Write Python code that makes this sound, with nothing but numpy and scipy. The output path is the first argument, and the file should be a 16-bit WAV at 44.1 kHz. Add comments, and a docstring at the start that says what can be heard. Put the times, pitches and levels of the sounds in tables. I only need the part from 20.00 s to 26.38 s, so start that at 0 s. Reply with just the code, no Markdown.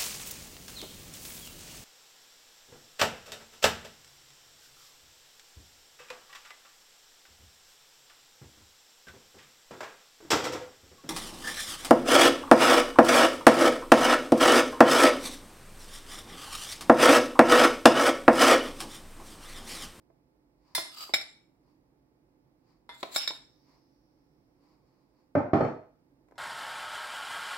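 """A steel spoon goes back twice into a glass bowl of flour: it taps the glass, scrapes through the
flour and drops on the rim, while powder swishes softly over it. Then the spoon is laid on the
cloth-covered table, and the heavy bowl bumps the table and is lifted with faint ticks.
Each hit is ringing modes plus a short crack of noise; scrapes and swishes are swells of shaped noise.
A small kitchen with a low appliance hum answers; two microphone ports listen from close by."""
import sys
import numpy as np
from scipy import signal
from scipy.fft import rfft, irfft, next_fast_len
from scipy.io import wavfile
from scipy.ndimage import map_coordinates

SR = 44100
rng = np.random.default_rng(int(sys.argv[2]) if len(sys.argv) > 2 else 0)


def put_to_file(sound):
    """Save the sound as 16-bit audio at rate SR, in the file named by the first command-line argument."""
    columns = np.atleast_2d(sound).T  # one column per channel
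    safe = np.clip(columns, -1, 1)
    whole_steps = np.round(safe * 32767)
    wavfile.write(sys.argv[1], SR, whole_steps.astype(np.int16))


N = 281358

# Hit cues (t/s, level/dB, tilt/dB per octave, accent/dB, accent f/Hz)
GLASS_TAPS = [(0.7496, -31, 1, 5, 4700), (2.891, -49, -7, 7.5, 3400), (6.355, -73.5, -10, 16.5, 6630)]  # spoon tip on the glass
RIM_CLINKS = [(1.137, -21, -5.5, 12, 4960), (1.141, -25.5, 0, 13.5, 2590), (1.212, -40, -4, 13, 5000),
              (3.1604, -18.5, -2, -8, 2170), (3.275, -28.5, -2.5, 12, 4330), (3.29, -48, -7, 12.5, 4050)]  # spoon drops on the rim and rattles
DULL_KNOCKS = [(0.101, -78.5, -17, -4), (0.7797, -30, -4, 8.5), (1.093, -47.5, -6, -9),
               (3.029, -31.5, -5, 11), (3.032, -40.5, -6, 4), (3.305, -41.5, -5.5, 12),
               (6.285, -65.5, -4.5, -10.5), (6.31, -63.5, -4.5, -8), (6.321, -63, -8, -15)]  # spoon and bowl, damped; no accent f column
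TABLE_THUDS = [(5.3517, -21, -1.14), (5.533, -17, 1), (5.606, -22, -.5), (5.646, -28.5, 2.5)]  # blows on the table; no accent columns
# The held bowl rings as it bumps the table (t/s, level/dB)
BOWL_BUMPS = [(5.535, -63.5), (5.607, -57.5)]
# Stroke cues (t/s at full force, hold/s, level/dB)
FLOUR_SWISHES = [(.68, 0.054, -69.5), (1.68, 0.028, -77.5), (2.69, 0.037, -73.5), (3.69, 0.06, -69.5),
                 (4.64, 0.099, -74), (4.88, 0.15, -80.5), (5.18, 0.033, -78)]  # flour slips over the spoon
FLOUR_DIGS = [(1.005, .03, -41.5)]  # spoon digs through flour on the glass
WALL_SKIDS = [(2.93, 0.1634, -61), (3.121, .02, -50.5), (3.148, .015, -40)]  # it skids on the bowl's wall
RIM_SLIDES = [(3.18, .06, -36), (3.29, 0.067, -52)]  # loose, it slides along the rim
FLOUR_SCOOPS = [(3.5, .12, -76)]  # it ploughs through deep flour

# Modes of each struck body (f/Hz, level/dB, t60/s before the grip shortens it)
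DAMPED_MODES = [(338, -12.5, 0.065), (672, -12.5, 0.092), (1015.5, -5, 0.057), (2190, 0, 0.02),
                (3714, 1, 0.016), (4190, -10.5, .06), (11680, -7.5, 0.12)]
GLASS_MODES = [(824, -7, .15), (953, 2, .18), (1620, -15, .3), (2083, 4, .38), (3505, 0, .36),
               (3900, -1, .03), (4312, -11, .35), (5259, 1, .27), (5895, -14, .35), (7332, -11, .25),
               (8699, -12, .22), (8990, -15, .28), (9755, -4, .1), (10210, 2, .32), (10620, -13, .2),
               (11700, -5, .26), (12360, -14, .28), (14050, -15, .22), (14883, 1, .15), (15300, -13, .2)]
SPOON_MODES = [(330, -19, .08), (620, -8, .04), (1696, -10, .07), (2121, -11, .12), (2257, -5, .17),
               (2286, -9, .2), (2358, -12, .18), (3343, -11, .12), (3531, -9, .12), (3661, -6, .14),
               (3738, -2, .17), (3865, -8, .14), (4048, -11, .14), (4549, -14, .15), (5290, -5, .2),
               (5354, -5, .22), (7389, -4.5, .13), (7617, -11, .1), (8720, -14, .2), (9800, -7, .06),
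               (10210, -14, .18), (11680, -12, .14), (12410, -9, .18), (14120, -18, .15), (15350, -12, .13)]
TABLE_MODES = [(97, -5, .38), (123, -4, .42), (150, -2, .36), (178, -3, .26), (262, 0, .42), (300, -2, .44),
               (322, -8, .35), (354, -5, .36), (407, -8, .4), (533, -7, .45), (602, -8, .4), (643, -5, .5),
               (695, -8, .35), (781, -9, .4), (860, -11, .35), (931, -20, .4), (1216, -14, .4),
               (1287, -15, .38), (1840, -23, .3), (2300, -24, .22)]
# Partials of the gripped bowl (f/Hz, level/dB, t60/s)
BOWL_PARTIALS = [(3079, 0, .32), (4339, 3, .31), (7838, -21, .4)]
# Resonances of the rubbing spoon, held or loose (f/Hz, width/Hz, peak/dB over the hiss)
HELD_RESONANCES = [(1250, 130, 11), (2600, 90, 3), (2950, 110, 4), (3950, 140, 1), (4750, 220, 13),
                   (7700, 400, 0), (12300, 400, 9)]
LOOSE_RESONANCES = [(2280, 110, 2), (3740, 130, 10), (5330, 70, 17), (7390, 70, 12)]
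# Partials of the appliance hum (f/Hz, relative level/dB)
HUM_PARTIALS = [(48.4, -87.5), (134.6, -83.5), (269.2, -79.5), (301.5, -84.5), (516.8, -86), (866.7, -87.5)]

# Crack of a hit: the body's crowd of weak, close modes (f/Hz, relative density/dB)
DULL_CRACK = [(60, -22), (200, -9.5), (350, 5.5), (1000, 3), (1500, 1), (4000, -4.5), (8000, -7),
              (16000, -13)]
BRIGHT_CRACK = [(60, -30), (250, -13), (700, -7), (2000, 5.5), (2900, -8), (3800, 6.5), (5400, -3.5),
                (6500, -8), (9500, -1), (13000, -13), (16000, -5.5)]
WOODEN_CRACK = [(35, -29), (70, -24.5), (110, -0.5), (170, -2), (210, -3), (300, 7.5), (450, -0.5),
                (700, 4), (1000, -6), (1350, -6), (1700, -15.5), (2300, -18), (3000, -35.5), (5500, -40.5),
                (9000, -63), (16000, -56.5)]
# Noise colours of the room air and of each stroke (f/Hz, relative density/dB)
AIR_COLOUR = [(20, -11), (48, -1.5), (85, -14), (138, -4), (210, -11), (300, -1.5), (400, -12),
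              (700, -18.5), (900, -20.5), (1500, -31), (2200, -32), (3100, -42), (5000, -37.5),
              (6400, -45.5), (16000, -42.5)]
SWISH_COLOUR = [(500, -12.5), (1050, 1.5), (1450, -14.5), (2200, -11), (3400, -23.5), (4700, -6.5),
                (6200, -21.5), (9000, -30.5), (15500, -29)]
DIG_COLOUR = [(300, -24), (800, -12), (1300, -12.5), (1800, -20.5), (2800, -12.5), (4000, -11.5),
              (5200, -10), (5800, -19), (6500, -16.5), (9300, -19), (10200, -25.5), (12500, -18.5),
              (14000, -27.5), (15700, -20)]
SKID_COLOUR = [(200, -23), (700, -20.5), (2200, -9.5), (3000, -16.5), (4000, -0.5), (6000, -19),
               (7500, -4.5), (9000, -20.5), (12000, -12), (14000, -21.5), (15800, -12.5)]
SLIDE_COLOUR = [(300, -22.5), (700, -14.5), (1700, -13), (2900, -5), (4600, -6), (5300, -1.5), (5900, -24),
                (7500, -19), (10000, -24.5), (15800, -23.5)]
SCOOP_COLOUR = [(1000, -11.5), (3200, -16.5), (4400, -5.5), (5400, 2), (6200, -11), (7000, -29.5),
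                (15000, -17)]

# Decay of the kitchen's tail (f/Hz, t60/s)
KITCHEN_DECAY = [(100, 0.37), (500, 0.41), (2200, 0.42), (5000, 0.4), (9000, 0.43), (15000, 0.22)]
# How alike the two ports hear the scene (f/Hz, left-right correlation)
PORT_LIKENESS = [(100, .99), (300, .92), (700, .75), (1500, .4), (4000, .1), (12000, -.1)]
# Tonal difference between the ports (f/Hz, left minus right/dB)
PORT_BALANCE = [(100, -.5), (300, -2), (900, -1.5), (2100, 3), (3000, -2), (4400, 1), (5400, -4), (6200, 0),
                (7300, 11), (8600, -1), (10200, 2), (15000, -3)]


def amp(db):
    """Decibels to gain."""
    return 10 ** (np.asarray(db) / 20)


def unit(x):
    """Scale to rms 1."""
    return x / np.sqrt(np.mean(x ** 2) + 1e-20)


def along(points, hz):
    """Read a curve of (f/Hz, value) points on a log axis."""
    f, value = np.transpose(points)
    return np.interp(np.log(hz + 1), np.log(f + 1), value)


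def wobble(rate_hz):
    """A smooth random modulator with rate_hz knots a second."""
    knots = rng.standard_normal(int(N * rate_hz / SR) + 4)
    return map_coordinates(knots, [np.arange(N) * rate_hz / SR])


def filtered(x, response):
    """Equalise x with a gain given as a function of frequency."""
    n = x.shape[-1]
    size = next_fast_len(n + 8192)
    return irfft(rfft(x, size) * response(np.fft.rfftfreq(size, 1 / SR)), size)[..., :n]


def spread(hz):
    """Stereo width as a mid-side angle in radians: 0 is mono."""
    return np.arccos(along(PORT_LIKENESS, hz)) / 2


def paired(x):
    """Two unrelated signals become left and right: alike in the bass, wide in the treble."""
    mid, side = filtered(x, lambda hz: np.array([np.cos(spread(hz)), np.sin(spread(hz))]))
    return np.array([mid + side, mid - side])


def noise(colour, size):
    """Coloured stereo noise of rms 1."""
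    white = paired(rng.standard_normal((2, size)))
    return unit(filtered(white, lambda hz: amp(along(colour, hz))))


def add(track, at_s, x):
    """Mix x into the track at its cue."""
    start = round(at_s * SR)
    track[:, start:start + x.shape[1]] += x[:, :N - start]


def kitchen(x, near_db, room_db, near_t60=0.079, build_s=0.012):
    """Reverb return: quick reflections from bowl, table and wall, then the room's tail."""
    wash = paired(rng.standard_normal((2, SR * 2 // 3)))
    hz, frame_s, bands = signal.stft(wash, SR, nperseg=256)
    decay = amp(-60 * frame_s / along(KITCHEN_DECAY, hz)[:, None])
    tail = signal.istft(bands * decay, SR, nperseg=256)[1]
    t = np.arange(tail.shape[1]) / SR
    near = paired(rng.standard_normal(tail.shape)) * amp(-60 * t / near_t60)
    onset = 1 - np.exp(-(t / build_s) ** 2)
    impulse = (amp(near_db) * unit(near * onset) + amp(room_db) * unit(tail * onset)) / np.sqrt(len(t))
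    return signal.fftconvolve(x, impulse, axes=1)[:, :x.shape[1]]


def contact(level_db, tilt_db, accent_db=0, accent_hz=3600):
    """EQ of one hit: a harder contact is brighter, and the spot struck accents or mutes one region."""
    flat_below_hz, pivot_hz, accent_octaves = 700, 2500, 0.46

    def gain(hz):
        hz = np.maximum(hz, flat_below_hz)
        accent = np.exp(-(np.log2(hz / accent_hz) / accent_octaves) ** 2)
        return amp(level_db + tilt_db * np.log2(hz / pivot_hz) + accent_db * accent)
    return gain


def hit(modes, crack_colour, eq, ring_db, crack_db, crack_t60, attack_s, grip):
    """Two layers of a hit: a ring of clear modes, dying grip times faster, and a crack of weak ones."""
    t = np.arange(SR * 4 // 5) / SR
    hz, db, t60 = np.transpose(modes)[:, :, None]
    apart = spread(hz) * rng.choice([-1, 1], hz.shape)  # high modes reach the ports in different phases
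    phase = 2 * np.pi * (hz * t + rng.random(hz.shape))
    envelope = eq(hz) * amp(db + ring_db - 60 * t * grip / t60)
    ring = np.array([(envelope * np.sin(phase + side * apart)).sum(0) for side in (1, -1)])
    crack = filtered(noise(crack_colour, len(t)), eq) * amp(crack_db - 60 * t / crack_t60)
    return np.array([ring, crack]) * (1 - np.exp(-t / attack_s))


def strokes(cues, rise_db_per_s, fall_db_per_s):
    """Gain envelope in which every stroke swells, holds and fades."""
    t = np.arange(N) / SR
    envelope = np.zeros(N)
    for at_s, hold_s, db in cues:
        before, after = np.maximum(at_s - t, 0), np.maximum(t - at_s - hold_s, 0)
        envelope += amp(db - rise_db_per_s * before - fall_db_per_s * after)
    return envelope


def room_tone(air_db=-68, drift_db=.6, hum_trim_db=-1, waver_rad=.5):
    """A bed of soft, diffuse air and the slightly unsteady hum of an appliance off to the right."""
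    t = np.arange(N) / SR
    hum = np.zeros(N)
    for hz, db in HUM_PARTIALS:
        phase = 2 * np.pi * hz * t + waver_rad * wobble(2.7)
        hum += amp(db + hum_trim_db) * np.sqrt(2) * np.sin(phase)
    air = noise(AIR_COLOUR, N)
    air = unit(air + amp(-6) * (air - air[::-1]))  # widen the image
    air *= amp(air_db + drift_db * wobble(2.4))
    return (air + hum) * amp([[-2], [2]])  # lean right


def dull_knocks():
    """Spoon and bowl knock, so damped by flour and hand that they hardly ring."""
    track = np.zeros((2, N))
    for at_s, *touch in DULL_KNOCKS:
        ring, crack = hit(DAMPED_MODES, DULL_CRACK, contact(*touch),
                          ring_db=-2.5, crack_db=2, crack_t60=0.034, attack_s=0.00088, grip=1.05)
        add(track, at_s, ring + crack + kitchen(ring + crack, near_db=-15.5, room_db=-9.5))
    return track


def flour():
    """Powder hisses softly as the spoon ploughs through it and as it slips over the steel."""
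    scoop = strokes(FLOUR_SCOOPS, rise_db_per_s=150, fall_db_per_s=15.5) * noise(SCOOP_COLOUR, N)
    swish = strokes(FLOUR_SWISHES, rise_db_per_s=215, fall_db_per_s=151) * noise(SWISH_COLOUR, N)
    return scoop + swish


def glass_taps():
    """The spoon's tip sets the glass ringing brightly."""
    track = np.zeros((2, N))
    for at_s, *touch in GLASS_TAPS:
        ring, crack = hit(GLASS_MODES, BRIGHT_CRACK, contact(*touch),
                          ring_db=-5, crack_db=4.5, crack_t60=.085, attack_s=0.00067, grip=1.2)
        add(track, at_s, ring + crack + kitchen(crack + amp(-4) * ring, near_db=-10, room_db=-3.5))
    return track


def friction(envelope, colour, resonances, grit_db, stick_db, stick_hz=100, slips_per_s=1500):
    """A hiss gritty with tiny slips; the spoon sticks and lets go, and its resonances sing along."""
    slips = (rng.random(N) < slips_per_s / SR) * rng.standard_normal((2, N))
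    rasp = rng.standard_normal((2, N)) + amp(grit_db) * unit(slips)
    rasp *= amp(stick_db * wobble(stick_hz))

    def body(f):
        singing = 1 + sum(amp(db) / (1 + (2 * (f - hz) / width) ** 2) for hz, width, db in resonances)
        low_cut = f ** 2 / (f ** 2 + 250 ** 2)  # a spoon radiates no bass
        return amp(along(colour, f)) * singing * low_cut
    return envelope * unit(filtered(paired(rasp), body))


def scrapes():
    """The spoon digs into the flour, skids on the glass and slides down the rim."""
    dig = friction(strokes(FLOUR_DIGS, rise_db_per_s=172.5, fall_db_per_s=189),
                   DIG_COLOUR, HELD_RESONANCES, grit_db=-1, stick_db=2.8)
    skid = friction(strokes(WALL_SKIDS, rise_db_per_s=752.5, fall_db_per_s=1000),
                    SKID_COLOUR, [], grit_db=-4, stick_db=4.6)
    slide = friction(strokes(RIM_SLIDES, rise_db_per_s=1602, fall_db_per_s=418.5),
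                     SLIDE_COLOUR, LOOSE_RESONANCES, grit_db=-4.5, stick_db=0.5)
    rubbing = dig + skid + slide
    return rubbing + kitchen(rubbing, near_db=-9.5, room_db=-13)


def rim_clinks():
    """The spoon drops on the rim and rattles, its steel ringing briefly."""
    track = np.zeros((2, N))
    for at_s, *touch in RIM_CLINKS:
        ring, crack = hit(SPOON_MODES, BRIGHT_CRACK, contact(*touch),
                          ring_db=-2.5, crack_db=0.5, crack_t60=0.031, attack_s=0.00078, grip=2)
        add(track, at_s, ring + crack + kitchen(crack + amp(-3) * ring, near_db=-8.5, room_db=-9.5))
    return track


def table_thuds():
    """The cloth softens each blow, so mostly the table top booms into the room."""
    track = np.zeros((2, N))
    for at_s, *touch in TABLE_THUDS:
        ring, crack = hit(TABLE_MODES, WOODEN_CRACK, contact(*touch),
                          ring_db=-6.5, crack_db=1, crack_t60=0.086, attack_s=0.00094, grip=1.25)
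        add(track, at_s, ring + crack + kitchen(crack + amp(-13.5) * ring, near_db=-11.5, room_db=0.5))
    return track


def bowl_ring():
    """Gripped and full of flour, the bumped bowl keeps only a few thin partials."""
    track = np.zeros((2, N))
    t = np.arange(SR * 2 // 3) / SR
    for at_s, bump_db in BOWL_BUMPS:
        ring = np.zeros((2, len(t)))
        for hz, db, t60 in BOWL_PARTIALS:
            phase = 2 * np.pi * (hz * t + rng.random((2, 1)) / 4)
            ring += amp(bump_db + db - 60 * t / t60) * np.sin(phase)
        add(track, at_s, ring + kitchen(ring, near_db=-9, room_db=-9))
    return track


def scene():
    """The mix: spoon, flour, table and bowl over the room tone."""
    spoon = glass_taps() + rim_clinks() + dull_knocks() + scrapes()
    return spoon + flour() + table_thuds() + bowl_ring() + room_tone()


def record(dry):
    """The microphone sheds the deep bass and the very top, and each port has its own colour."""
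    low_cut_hz, top_hz, edge_hz = 38, 15950, 250
    thinned = signal.sosfilt(signal.butter(3, low_cut_hz, "high", fs=SR, output="sos"), dry)

    def ports(hz):
        high_cut = np.clip((top_hz - hz) / edge_hz + .5, 0, 1)
        return amp(np.outer([.5, -.5], along(PORT_BALANCE, hz))) * high_cut
    return filtered(thinned, ports)


dry = scene()
out = record(dry)
put_to_file(out)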